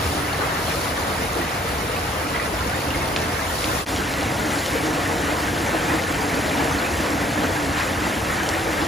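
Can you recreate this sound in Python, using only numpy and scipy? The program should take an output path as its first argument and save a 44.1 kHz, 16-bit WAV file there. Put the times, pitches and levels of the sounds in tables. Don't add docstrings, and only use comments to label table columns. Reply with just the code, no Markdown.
import sys
import numpy as np
from scipy import signal
from scipy.fft import rfft, irfft, next_fast_len
from scipy.io import wavfile
from scipy.ndimage import uniform_filter1d, map_coordinates

SR = 44100
rng = np.random.default_rng(int(sys.argv[2]) if len(sys.argv) > 2 else 0)


def to_wav(sig):
    pcm = np.clip(np.atleast_2d(sig), -1, 1) * 32767
    pcm = np.round(pcm).astype(np.int16)
    wavfile.write(sys.argv[1], SR, pcm.T)


N = 391378


def amp(db):
    return 10 ** (np.asarray(db) / 20)


def unit(x):
    return x / np.sqrt(np.mean(x ** 2) + 1e-20)


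def along(points, hz):
    f, v = np.transpose(points)
    return np.interp(np.log(hz + 1), np.log(f + 1), v)


def curves(rows):
    s, *cols = np.transpose(rows)
    return [np.interp(np.arange(N) / SR, s, c) for c in cols]


def wobble(rate):
    s = np.linspace(0, N / SR, 2048)
    knots = rng.standard_normal(1024)
    curve = map_coordinates(knots, [s * rate], mode="wrap")
    return np.interp(np.arange(N) / SR, s, curve)


def swells(rows):
    t = np.arange(N) / SR
    return sum(db * np.exp(-((t - s) / length) ** 2) for s, db, length in rows)


def filtered(x, response):
    m = next_fast_len(N + 8192)
    return irfft(rfft(x, m) * response(np.fft.rfftfreq(m, 1 / SR)), m)[..., :N]


def coloured(x, spectrum):
    return unit(filtered(x, lambda hz: amp(along(spectrum, hz))))


def rush(patchy_db):
    z = signal.stft(rng.standard_normal((2, N)), nperseg=512)[2]
    field = rng.standard_normal(z.shape[1:])
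    field = uniform_filter1d(field, size=4, axis=0)
    field = uniform_filter1d(field, size=6, axis=1)
    noise = signal.istft(z * amp(patchy_db * unit(field)), nperseg=512)[1]
    return unit(noise[:, :N])


def bubbles(lo_hz, hi_hz, cycles, rise, spread_db, count, size):
    when, pitch, luck, place = rng.random((count, 4)).T[:, :, None]
    hz = lo_hz + (hi_hz - lo_hz) * pitch
    turns = (hz * np.arange(size) / SR).astype(np.float32)
    age = turns / cycles
    strength = amp(spread_db * luck ** 2) * np.sqrt(hz)
    ring = strength * np.exp(-np.pi * age) * np.sin(2 * np.pi * turns * (1 + rise * age / 2))
    index = ((when * N).astype(int) + np.arange(size)).ravel()
    gains = (1, 2 * place - 1)
    return np.array([unit(np.bincount(index, (ring * g).ravel(), N)[:N]) for g in gains])


def water(spectrum, grains, grain_db, patchy_db):
    return unit(coloured(rush(patchy_db), spectrum) + amp(grain_db) * coloured(grains, spectrum))


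def wash():
    # (t/s, level/dB)
    wash_strength = [(0, -27.5), (1, -27), (2, -27), (3.7, -27.5), (4.4, -25.8), (5.5, -24), (6.5, -23.3),
                     (7.4, -26), (7.9, -23.5), (8.4, -24), (8.85, -25.5)]
    usual_db = -25.5
    return curves(wash_strength)[0] - usual_db


def bow_wave():
    # (f/Hz, level/dB)
    churn_spectrum = [(60, -30), (125, 2), (190, 1.5), (330, 2), (390, -1.5), (480, 1), (720, -1),
                      (950, -6), (1400, -20), (3000, -53)]
    froth_spectrum = [(400, -24), (800, -4), (1100, -1.5), (1400, -1), (1850, 1), (2200, -2.5), (2700, -6),
                      (3600, -12.5), (7000, -31.5)]
    spray_spectrum = [(1500, -19.5), (2800, -3.5), (3800, -1.5), (5000, -3), (7000, -3.5), (8500, -3.5),
                      (10000, -5), (12000, -7.5), (14000, -8.5), (15500, -23)]
    # (t/s, churn lift/dB, froth lift/dB, length/s)
    waves = [(0.506, 0.7, 1.5, 0.11), (1.4, 0.5, 0.5, 0.072), (2.36, 1.5, 4.5, 0.021), (4.43, 2, -0.7, .07),
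             (5.11, 3, 0.5, 0.025), (5.34, 0.5, 1, 0.073), (5.75, 2.5, 1.5, 0.036), (5.941, 2, 2.5, 0.03),
             (6.621, 3.5, 1.5, 0.033), (6.832, 3, 1.6, 0.052), (7.094, 2, 0.3, .07), (7.42, 3, 1.3, 0.064),
             (7.786, -2.5, 3, 0.051), (8.071, 1.5, 1.5, .05), (8.38, 0.5, 2, .045)]
    # (t/s, lift/dB, length/s)
    sheets = [(0.08, 3, 0.12), (0.76, 3, 0.18), (3.66, 3.5, 0.25), (4.62, 3, 0.15)]
    fizz_db = -12.5

    wash_db = wash()
    churn_db = -27.5 + 0.37 * wash_db + swells([(s, db, length) for s, db, _, length in waves])
    froth_db = -28.5 + 0.37 * wash_db + swells([(s, db, length) for s, _, db, length in waves])
    spray_db = -33 + 0.26 * wash_db + swells(sheets)

    surge, slosh = wobble(5), wobble(22)
    churn_db = churn_db + 0.25 * surge + 0.59 * slosh + 0.18 * wobble(12)
    froth_db = froth_db + 0.15 * surge + 0.35 * slosh + 0.48 * wobble(12)
    spray_db = spray_db + 0.1 * surge + 0.5 * slosh + 0.19 * wobble(11)

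    large = bubbles(259.7, 1177, cycles=19, rise=0.065, spread_db=14.5, count=900, size=2000)
    small = bubbles(803, 4247, cycles=93, rise=0.088, spread_db=14, count=1500, size=1000)
    droplets = bubbles(2250, 15000, cycles=4.1, rise=0.09, spread_db=12, count=5000, size=64)
    fizz = bubbles(2500, 7010, cycles=91, rise=0.03, spread_db=11, count=1300, size=700)

    churn = water(churn_spectrum, large, grain_db=-6.5, patchy_db=0.87)
    froth = water(froth_spectrum, small, grain_db=-8.0, patchy_db=1.24)
    spray = water(spray_spectrum, droplets, grain_db=-7.5, patchy_db=1.8)
    spray = unit(spray + amp(fizz_db) * coloured(fizz, spray_spectrum))
    return amp(churn_db) * churn + amp(froth_db) * froth + amp(spray_db) * spray


def drive_rumble():
    # (f/Hz, level/dB)
    rumble_spectrum = [(20, -33), (31, -21), (42, -9), (52, -3), (78, 0.5), (102, -2), (135, -13.5),
                       (220, -10), (500, -84)]
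    # (t/s, level/dB)
    drive_course = [(0, -31), (.7, -36), (1.2, -34.5), (1.9, -33), (2.5, -33.5), (2.85, -33), (3.4, -32.5),
                    (3.9, -31), (4.6, -34), (5.3, -34), (6.1, -31.8), (6.8, -32.5), (7.7, -31.3),
                    (8.4, -31.5), (8.85, -33)]
    trim_db, lumps_db = 0.65, 0.5
    level_db = curves(drive_course)[0] + trim_db + lumps_db * wobble(10)
    return amp(level_db) * coloured(rng.standard_normal((2, N)), rumble_spectrum)


def hollow_drone():
    # (f/Hz, width/Hz, level/dB)
    resonances = [(153.5, 12, -8.5), (177, 9.4, -9), (246, 8.1, -22), (284.7, 15.5, -1),
                  (302.5, 14.5, -0.5), (453.4, 27, -8.5), (687, 123, -13)]
    # (t/s, level/dB)
    drone_course = [(0, -36), (2.4, -36.5), (3.8, -37.5), (3.95, -29), (4.08, -33), (4.3, -31), (4.52, -28),
                    (4.65, -38), (4.83, -27.5), (5.75, -29), (5.95, -22), (6.03, -34), (6.16, -27.5),
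                    (6.77, -27), (6.85, -39), (7.01, -28), (7.09, -33), (7.22, -22), (7.3, -30.5),
                    (7.7, -27), (7.82, -37), (7.99, -28), (8.2, -39), (8.4, -31.5), (8.85, -29)]
    # (t/s, ratio)
    drift = [(0, 0.99), (4.3, 0.97), (4.9, 1), (5.5, 1.02), (5.95, 1.03), (6.4, 0.93), (6.65, 0.96),
             (7.22, 1.04), (7.45, 0.94), (7.75, 1), (8.3, 1.05)]
    waver, waver_per_s = 0.013, 9

    def body(f):
        return sum(amp(db) * 1j * f * w / (c * c - f * f + 1j * f * w) for c, w, db in resonances)

    ring = filtered(rng.standard_normal((2, N)), body)
    ring = ring / np.sqrt(uniform_filter1d(ring ** 2, size=7000, axis=1))
    clock = np.cumsum(curves(drift)[0] + waver * wobble(waver_per_s)) % N
    bent = np.array([np.interp(clock, np.arange(N), r) for r in ring])
    return amp(curves(drone_course)[0] + 0.3 * wobble(7)) * bent


def gurgles():
    # (t/s, peak level/dB, starting f/Hz)
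    pockets = [(.247, -23, 1981), (.329, -19, 4330), (0.67, -28, 3273), (.812, -30, 4478),
               (0.869, -22, 2030), (1.413, -16, 1900), (1.688, -25, 4651), (1.962, -21, 2570),
               (2.267, -21, 2420), (2.346, -14, 1950), (2.360, -12.5, 2110), (2.374, -20, 2050),
               (2.396, -15, 1970), (2.904, -16.5, 2800), (2.944, -14.5, 2110), (3.390, -18, 1640),
               (3.453, -23, 2256), (3.679, -24, 3703), (3.972, -25, 4670), (4.557, -19, 1540),
               (5.110, -16, 854), (5.745, -10, 699), (6.493, -21, 3525), (6.512, -16, 2030),
               (6.784, -19, 4250), (7.213, -17, 1972), (7.442, -14.5, 1529), (8.056, -17, 1960),
               (8.532, -15, 1798), (8.729, -18, 2060)]
    t60_s, attack_s, rise_per_s = 0.066, 0.00086, 1.1
    froth_db, trim_db = -6, -5.0
    out, t = np.zeros(N + SR), np.arange(SR // 10) / SR
    envelope = (1 - np.exp(-t / attack_s)) * amp(-60 * t / t60_s)
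    for s, db, hz in pockets:
        bubble = envelope * np.sin(2 * np.pi * hz * t * (1 + rise_per_s * t / 2))
        band = signal.butter(2, [hz * .85, hz * 1.18], "band", fs=SR)
        froth = signal.lfilter(*band, rng.standard_normal(len(t)))
        plop = bubble + amp(froth_db) * envelope * unit(froth)
        out[round(s * SR):][:len(t)] += amp(db + trim_db) * plop / np.abs(plop).max()
    return out[:N]


def drops():
    # (t/s, peak level of the ring/dB, f/Hz)
    landings = [(3.1625, -8, 2800), (3.172, -19, 2000), (3.187, -19, 2300), (3.621, -18, 2600),
                (3.643, -10.5, 3050), (3.864, -23, 3000), (3.883, -21, 5470), (3.962, -17, 3730),
                (4.138, -19, 2670), (4.661, -13.5, 3600), (4.858, -20, 3590), (6.022, -19, 3800),
                (6.037, -17, 2850), (6.645, -20, 7500), (7.789, -18, 2670), (8.433, -19, 7480),
                (8.490, -11, 4890), (8.595, -19, 2577)]
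    # (multiple of its pitch, level/dB, t60/s)
    modes = [(.65, -6, .009), (.88, 1, .007), (1.1, 0.5, 0.0063), (1.5, -1, 0.0081)]
    spatter_db, spatter_t60_s = -18, 0.075
    out, t = np.zeros(N + SR), np.arange(SR // 10) / SR
    for s, db, hz in landings:
        ring = np.zeros(len(t))
        for k, (ratio, level, t60) in enumerate(modes):
            polarity = (-1) ** k
            ring += polarity * amp(level - 60 * t / t60) * np.sin(2 * np.pi * hz * ratio * t)
        band = signal.butter(2, [hz / 2, hz * 2], "band", fs=SR)
        spatter = unit(signal.lfilter(*band, rng.standard_normal(len(t))))
        tick = ring / np.abs(ring).max() + amp(spatter_db - 60 * t / spatter_t60_s) * spatter
        out[round(s * SR):][:len(t)] += amp(db) * tick
    return out[:N]


def placed(bed, image):
    hz_points, *cols = np.transpose(image)

    def read(k, hz):
        return along(np.transpose([hz_points, cols[k]]), hz)

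    diffuse = filtered(bed[1], lambda hz: amp(read(0, hz)))
    direct = filtered(bed[0], lambda hz: read(1, hz) + 1j * read(2, hz))
    return np.array([bed[0], diffuse + direct])


def scene():
    # (t/s, gain)
    gap = [(3.81, 1), (3.835, 0.54), (3.855, 0.014), (3.872, 0.52), (3.895, 0.9)]
    # (f/Hz, level/dB)
    early_tone = [(150, 0.5), (230, -2.5), (460, -0.5), (750, -1), (1250, 1), (1750, -3), (2150, -1.5),
                  (3100, -3), (4300, -1), (7300, -4), (10000, 0)]
    # (f/Hz, gain of the diffuse side/dB,
    # lean to the left, lead of the left; both as shares of the mid)
    early_image = [(60, -27, -0.027, 0), (160, -16.6, -.04, .05), (300, -15, -.02, 0.3),
                   (500, -10, 0.071, .43), (800, -5.5, .13, .34), (1100, -.3, .07, .26),
                   (1300, -2.8, .02, .19), (1500, .8, -.12, 0), (1750, -2, -.06, -.31),
                   (2200, -6.6, -.05, .03), (2700, -3, 0, .28), (3300, -2, .09, .28),
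                   (4100, -4.5, 0.022, .05), (5200, -1, 0.18, .12), (6600, -4, 0.015, -0.27),
                   (9000, -43, 0, -0.033)]
    late_image = [(60, -29, 0, -0.011), (160, -18, -.04, 0.026), (300, -17, -.04, 0.26),
                  (550, -11.5, .08, 0.31), (800, -10, .12, .36), (1050, -3.2, .2, .4),
                  (1400, -2, 0.032, .16), (1700, -2.5, -0.035, -.09), (1950, -7.4, -.04, -0.09),
                  (2350, -22.5, 0, 0), (3200, -43, 0, 0), (4000, -69, 0, 0), (6700, -74, 0, 0),
                  (8200, -36, 0, 0.084)]

    bed = bow_wave() + drive_rumble() + hollow_drone()
    early = placed(filtered(bed, lambda hz: amp(along(early_tone, hz))), early_image)
    late = placed(bed, late_image)
    cut_s = gap[2][0]
    mid, side = np.where(np.arange(N) / SR < cut_s, early, late)
    stereo = np.array([mid + side, mid - side])
    return stereo * curves(gap)[0] + gurgles() + drops()


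def record(dry):
    # (f/Hz, phase/rad)
    right_lead = [(8500, 3.08), (10100, 6.67), (12050, 9.3), (13900, 12.7), (15600, 14.2)]
    in_step_hz, top_hz = 7210, 15600
    points = [(in_step_hz, 0)] + right_lead

    def response(hz):
        lead = np.interp(hz, *np.transpose(points))
        return np.exp(.5j * np.outer([-1, 1], lead)) * (hz < top_hz)

    return filtered(dry, response)


dry = scene()
out = record(dry)
to_wav(out)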